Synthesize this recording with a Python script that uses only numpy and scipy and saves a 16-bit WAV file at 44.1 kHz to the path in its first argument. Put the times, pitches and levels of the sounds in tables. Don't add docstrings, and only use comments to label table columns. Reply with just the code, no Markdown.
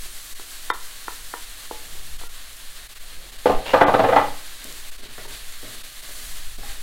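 import sys
import numpy as np
from scipy import signal
from scipy.fft import rfft, irfft, next_fast_len
from scipy.io import wavfile
from scipy.ndimage import map_coordinates

SR = 44100
rng = np.random.default_rng(int(sys.argv[2]) if len(sys.argv) > 2 else 0)


def dump_mix(stems):
    frames = np.atleast_2d(stems).T
    limited = np.clip(frames, -1, 1)
    pcm = np.round(limited * 32767).astype(np.int16)
    wavfile.write(sys.argv[1], SR, pcm)


N = 300762
TIME = np.arange(N) / SR
AGE = np.arange(SR // 2) / SR


def amp(db):
    return 10 ** (np.asarray(db) / 20)


def unit(x):
    return x / np.sqrt(np.mean(x ** 2) + 1e-20)


def along(points, hz):
    freqs, values = np.transpose(points)
    return np.interp(np.log(hz + 1), np.log(freqs + 1), values)


def curves(rows):
    times, *columns = np.transpose(rows)
    return [np.interp(TIME, times, column) for column in columns]


def hump(middle, length):
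    return np.cos(np.pi * np.clip((TIME - middle) / length, -.5, .5)) ** 2


def wobble(rate):
    knots = rng.standard_normal(int(N * rate / SR) + 4)
    return map_coordinates(knots, [TIME * rate])


def filtered(x, response):
    size = next_fast_len(len(x) + 8192)
    return irfft(rfft(x, size) * response(np.fft.rfftfreq(size, 1 / SR)), size)[:len(x)]


def coloured(x, spectrum):
    return unit(filtered(x, lambda hz: amp(along(spectrum, hz))))


def fade(t60):
    return np.exp(-np.log(1000) * AGE / t60)


def tone(hz, cycles=0):
    return np.sin(2 * np.pi * (hz * AGE + cycles))


def add(track, s, x):
    part = track[max(round(s * SR), 0):][:len(x)]
    part += x[:len(part)]


def hardened(x, bright_db, split_hz):
    low = signal.sosfilt(signal.butter(4, split_hz, "low", fs=SR, output="sos"), x)
    high = signal.sosfilt(signal.butter(4, split_hz, "high", fs=SR, output="sos"), x)
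    hit = unit(low) + amp(bright_db) * unit(high)
    return hit / np.std(hit[:SR // 50])


def crackle(rate, spread_db, share):
    sizes = amp(spread_db * np.minimum(rng.exponential(size=N), 5))
    bursts = (rng.random(N) < rate / SR) * sizes * np.sign(rng.standard_normal(N))
    return np.sqrt(share) * unit(bursts) + np.sqrt(1 - share) * rng.standard_normal(N)


# (time [s], body level [dB], hiss level [dB])
FRYING_LEVELS = [(0, -46.5, -42.5), (2.05, -46, -44.5), (2.9, -48, -48), (3.5, -47, -47.5),
                 (4.05, -44, -48.5), (4.35, -45.5, -45), (6.82, -46.5, -45.5)]
# (frequency [Hz], level [dB])
SIZZLE_EQ = [(59, -41), (100, -17), (279, -7.5), (323, -8.5), (414, -9.5), (540, -7), (586, -10.5),
             (637, -3.5), (681, -7.5), (979, -8), (1100, -2.5), (1350, -4.5), (1650, 0), (2100, -1.5),
             (2390, -3), (3300, 0), (4400, 0), (5150, -15), (6760, -52), (11400, -120)]
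# (frequency [Hz], level [dB])
HISS_EQ = [(3500, -32), (4900, -5.5), (5600, -2.5), (7000, -0.5), (9000, 0), (11000, -1.5), (13000, -4),
           (15800, -7.5)]
# (time [s], peak level [dB])
OIL_SPITS = [(0.742, -34), (2.53, -31), (2.568, -30), (4.6392, -33), (4.643, -21), (4.7255, -24),
             (5.524, -26)]
def sizzle():
    body_db, hiss_db = curves(FRYING_LEVELS)
    for s, length, body_change_db, hiss_change_db, _ in SPATULA_STROKES:
        body_db += body_change_db * hump(s, length)
        hiss_db += hiss_change_db * hump(s, length)
    bursts = crackle(rate=2200, spread_db=-0.5, share=0.18) * amp(0.89 * wobble(35))
    body = amp(body_db + 2.0 + 0.63 * wobble(26)) * coloured(bursts, SIZZLE_EQ)
    hiss = amp(hiss_db + 1.63 + 0.36 * wobble(33)) * coloured(bursts, HISS_EQ)
    spits = np.zeros(N)
    for s, db in OIL_SPITS:
        pop = coloured(rng.standard_normal(len(AGE)), HISS_EQ) * fade(0.0074)
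        add(spits, s, amp(db) * pop / abs(pop).max())
    return body + hiss + spits


# (time [s], level [dB])
DRAUGHT_LEVELS = [(0, -31), (.5, -39.5), (1.35, -32.5), (2.9, -35.5), (4, -32.5), (5.7, -36), (6.55, -28)]
# (middle [s], length [s], boost [dB])
AIR_PUFFS = [(2.085, 0.53, 7), (3.564, 0.14, 17.5)]
# (frequency [Hz], level [dB])
RUMBLE_EQ = [(4, -1), (11, 1), (17, -12.5), (30, -18.5), (45, -18), (75, -34.5), (130, -37.5), (250, -55),
             (500, -68), (2000, -120)]
def draught():
    puffs_db = sum(db * hump(s, length) for s, length, db in AIR_PUFFS)
    level = amp(curves(DRAUGHT_LEVELS)[0] + wobble(4.16) + puffs_db)
    return level * coloured(rng.standard_normal(N), RUMBLE_EQ)


# (frequency [Hz], t60 [s])
KITCHEN_DECAY = [(150, 0.37), (900, 0.29), (4000, 0.31), (12000, 0.059)]
def kitchen_reverb(x, delay):
    hz, t, bands = signal.stft(rng.standard_normal(len(AGE)), SR, nperseg=256)
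    decay = amp(-60 * t / along(KITCHEN_DECAY, hz)[:, None])
    tail = signal.istft(bands * decay, SR, nperseg=256)[1][:len(AGE)] * (AGE > delay)
    return signal.fftconvolve(x, tail / np.linalg.norm(tail))[:len(x)]


# (time [s], level [dB], ring pitch [Hz], ring level [dB], brightness [dB])
BOWL_TAPS = [(.056, -52.5, 370, -2, -22), (0.395, -44.5, 370, -21, -4), (0.7009, -19.5, 980, -19.5, 12),
             (1.0801, -30, 994, -20, 6), (1.337, -31, 954, -18.5, 4.5), (1.7096, -32, 856, -18, -41),
             (2.212, -45, 708, -12, -1), (2.234, -43, 1404, -9, -1)]
# (frequency [Hz], level [dB], t60 [s])
HELD_BOWL_MODES = [(336, -5.5, 0.023), (474, -8.5, 0.048), (803, 1, 0.0081), (1008, 4.5, 0.013),
                   (1210, 6, 0.0067), (1384, 2, 0.018), (1805, -8, 0.027), (2010, -15, 0.068),
                   (2380, -21, 0.048), (3180, -15.5, 0.026), (3630, -21.5, 0.15), (4200, -18, 0.012),
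                   (5550, -20, 0.015)]
def taps():
    out = np.zeros(N)
    for s, db, ring_hz, ring_db, bright_db in BOWL_TAPS:
        click = sum((-1) ** k * amp(level + rng.normal(0, 1)) * fade(t60) * tone(hz)
                    for k, (hz, level, t60) in enumerate(HELD_BOWL_MODES))
        add(click, .0028, 1.8 * click * fade(0.0018))
        ring = amp(ring_db) * fade(0.25) * tone(ring_hz)
        top_hz = np.clip(5500 * amp(1.3 * (db + 24)), 1600, 9000)
        click = signal.sosfilt(signal.butter(2, [200, top_hz], "band", fs=SR, output="sos"), click + ring)
        click = hardened(click, bright_db, split_hz=890)
        add(out, s, amp(db) * (click + amp(-13.5) * kitchen_reverb(click, delay=0.0079)))
    return out


# (time [s], first depth [dB], dips [count])
LEVEL_DIPS = [(.344, 9.5, 1), (.725, 37, 1), (2.179, 7, 1), (2.285, 11.5, 1), (2.882, 12, 3),
              (3.313, 8.5, 2), (3.855, 62, 1), (4.909, 12, 3), (5.079, 5, 1), (5.272, 7, 1),
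              (5.829, 12.5, 1), (6.017, 7, 1), (6.573, 7.5, 1)]
def dips():
    half_width_s, first_gap_s = .0075, .064
    depth_shrink, gap_shrink = 0.76, 0.71
    duck_db = np.zeros(N)
    for s, depth_db, count in LEVEL_DIPS:
        for k in range(round(count)):
            duck_db += depth_db * depth_shrink ** k * np.exp(-((TIME - s) / half_width_s) ** 2)
            s += first_gap_s * gap_shrink ** k
    return amp(-duck_db)


# (middle [s], length [s], level [dB])
ARM_MOVES = [(1.957, 0.61, -54), (3.27, 0.68, -55)]
# (frequency [Hz], level [dB])
RUSTLE_EQ = [(50, -8), (110, 1), (250, -7), (450, -4), (650, -6), (900, -10), (2000, -34)]
def arm_rustle():
    level = sum(amp(db) * hump(s, length) for s, length, db in ARM_MOVES)
    return level * coloured(rng.standard_normal(N), RUSTLE_EQ)


# (time [s], level [dB], knock pitch [Hz], brightness [dB], attack [s])
BOWL_CONTACTS = [(3.457, -11.5, 501, -13, 0.00062), (3.494, -15.5, 529, -19, 0.00077),
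                 (3.734, -9, 517, -4, 0.0046), (3.809, -9, 720, -2, 0.0024),
                 (3.881, -14.5, 735, -6, 0.0011), (3.938, -12, 530, -3, 0.0013),
                 (3.991, -13, 643, -9.5, 0.0021), (4.039, -14.5, 764, -7.5, 0.0011),
                 (4.086, -15, 531, -7.5, 0.00075), (4.12, -15.5, 667, -5, 0.01),
                 (4.16, -10, 775, 2, 0.00036), (4.178, -17, 871, -2, 0.0011)]
# (frequency [Hz], level [dB])
BOWL_WORKTOP_MODES = [(110, -5.5), (205, -11.5), (290, 3.5), (474, 2), (517, -6.5), (646, 4), (715, -5),
                      (754, 1.5), (825, 0), (877, -0.5), (933, -9), (1065, -6.5), (1119, -10.5),
                      (1194, -4.5), (1266, -8.5), (1325, -8), (1448, -19), (1536, -10.5), (1760, -12),
                      (1850, -23), (1985, -10.5), (2438, -16.5), (2611, -37)]
# (frequency [Hz], level [dB])
CHATTER_EQ = [(40, -16), (110, -9.5), (160, -12.5), (215, -7), (290, -11.5), (400, -4), (520, 4.5),
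              (610, -4.5), (780, -0.5), (1050, -10), (1950, -16.5), (2350, -26), (4200, -33.5), (5400, -89),
              (9000, -80)]
# (frequency [Hz], level [dB])
SCRAPE_EQ = [(200, -10.5), (700, 0.5), (1300, -9.5), (2200, -5.5), (2900, -6), (3500, -8), (5500, -19),
             (8000, -25), (12000, -28)]
def rocking_bowl():
    out = np.zeros(N)
    contact = np.exp(-(AGE / 0.018) ** 6)
    buzz_envelope = contact + amp(-8.5) * fade(0.4)
    knock_envelope = amp(3) * (contact + amp(-20) * fade(0.16))
    grit_envelope = amp(-29.5) * fade(0.044) + amp(-20.5) * fade(0.55)
    for s, db, knock_hz, bright_db, attack_s in BOWL_CONTACTS:
        chatter = coloured(rng.standard_normal(len(AGE)), CHATTER_EQ)
        chatter = buzz_envelope * chatter / np.std(chatter[:SR // 70])
        ring = np.zeros(len(AGE))
        for hz, level in BOWL_WORKTOP_MODES:
            strength = amp(level - 9.5 + rng.normal(0, 1.5))
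            detuned_hz = hz * (1 + rng.normal(0, .003))
            t60 = .3 * (600 / hz) ** 0.153
            ring += strength * tone(detuned_hz, cycles=rng.random()) * fade(t60)
        knock = knock_envelope * tone(knock_hz)
        attack = 1 - np.exp(-AGE / attack_s)
        hit = hardened((chatter + knock + ring) * attack, bright_db, split_hz=1023)
        grit = grit_envelope * coloured(rng.standard_normal(len(AGE)), SCRAPE_EQ)
        add(out, s, amp(db) * (hit + grit + amp(-11.5) * kitchen_reverb(hit, delay=.012)))
    return out


# (time [s], hold [s], level [dB])
BOWL_SKIDS = [(3.464, 0.05, -38.5), (3.657, 0.05, -29)]
def skidding():
    attack_s, release_t60_s = .002, 0.34
    squeak_hz, squeak_width_hz = 2820, 260
    attack = 1 - np.exp(-AGE / attack_s)
    level = np.zeros(N)
    for s, hold_s, db in BOWL_SKIDS:
        release = amp(-60 * np.maximum(AGE - hold_s, 0) / release_t60_s)
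        add(level, s, amp(db) * attack * release)
    slips = crackle(rate=750, spread_db=3.5, share=0.57)
    squeak = unit(filtered(slips, lambda hz: 1 / (1 + 2j * (hz - squeak_hz) / squeak_width_hz) ** 2))
    return level * (coloured(slips, SCRAPE_EQ) + amp(-10) * squeak)


# (frequency [Hz], bandwidth [Hz], level [dB])
PAN_MODES = [(110, 13, 10.5), (258, 40, 8.5), (419, 49, 10), (520, 250, 4), (610, 160, 6.5), (755, 85, -11),
             (880, 150, -31), (1650, 220, -22)]
def pan_body(x):
    def response(hz):
        return sum((-1) ** k * amp(db) * 1j * hz * width / (centre ** 2 - hz ** 2 + 1j * hz * width)
                   for k, (centre, width, db) in enumerate(PAN_MODES))
    return filtered(x, response)


# (time [s], level [dB], ring pitch [Hz], brightness [dB])
PAN_PRODS = [(4.648, -46.5, 239, -27), (4.671, -55, 493, -23), (4.853, -57, 850, -5), (5.18, -39.5, 460, 3),
             (5.251, -43, 920, -20), (5.63, -43, 462, -15), (5.65, -48.5, 624, -8),
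             (6.089, -49.5, 620, -19), (6.583, -44.5, 257, -30), (6.633, -44, 802, 10)]
# (middle [s], length [s], sizzle body change [dB], hiss change [dB], rubbing level [dB])
SPATULA_STROKES = [(4.74, .3, 2, 1.5, -53.5), (5.056, .26, 0, -4.5, -49), (5.33, 0.14, 3, 2, -52),
                   (5.73, 0.32, 2, 1.6, -52), (6.235, 0.56, 3, 5.3, -60), (6.72, 0.24, 4, 4, -59)]
def stirring():
    prods = np.zeros(N)
    for s, db, ring_hz, bright_db in PAN_PRODS:
        thud = pan_body(rng.standard_normal(len(AGE)) * fade(0.042))
        ring = amp(-3.0) * fade(0.09) * tone(ring_hz)
        hit = hardened(thud / abs(thud).max() + ring, bright_db, split_hz=1400)
        add(prods, s, amp(db) * (hit + amp(-4.5) * kitchen_reverb(hit, delay=0.0088)))
    slips = crackle(rate=1200, spread_db=2.5, share=.5)
    rub_level = sum(amp(rub_db) * hump(s, length) for s, length, _, _, rub_db in SPATULA_STROKES)
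    return prods + rub_level * unit(pan_body(slips))


def scene():
    knocks = taps() + rocking_bowl()
    knock_body = signal.sosfiltfilt(signal.butter(6, 3600, fs=SR, output="sos"), knocks)
    knock_treble = knocks - knock_body
    soft_layers = sizzle() + stirring() + skidding() + arm_rustle() + knock_treble
    return (soft_layers * dips() + knock_body + draught())[None]


def record(dry):
    soft_clipped = dry[0] / (1 + abs(dry[0]) ** 8) ** (1 / 8)
    return filtered(soft_clipped, lambda hz: hz < 15850)[None]


dry = scene()
out = record(dry)
dump_mix(out)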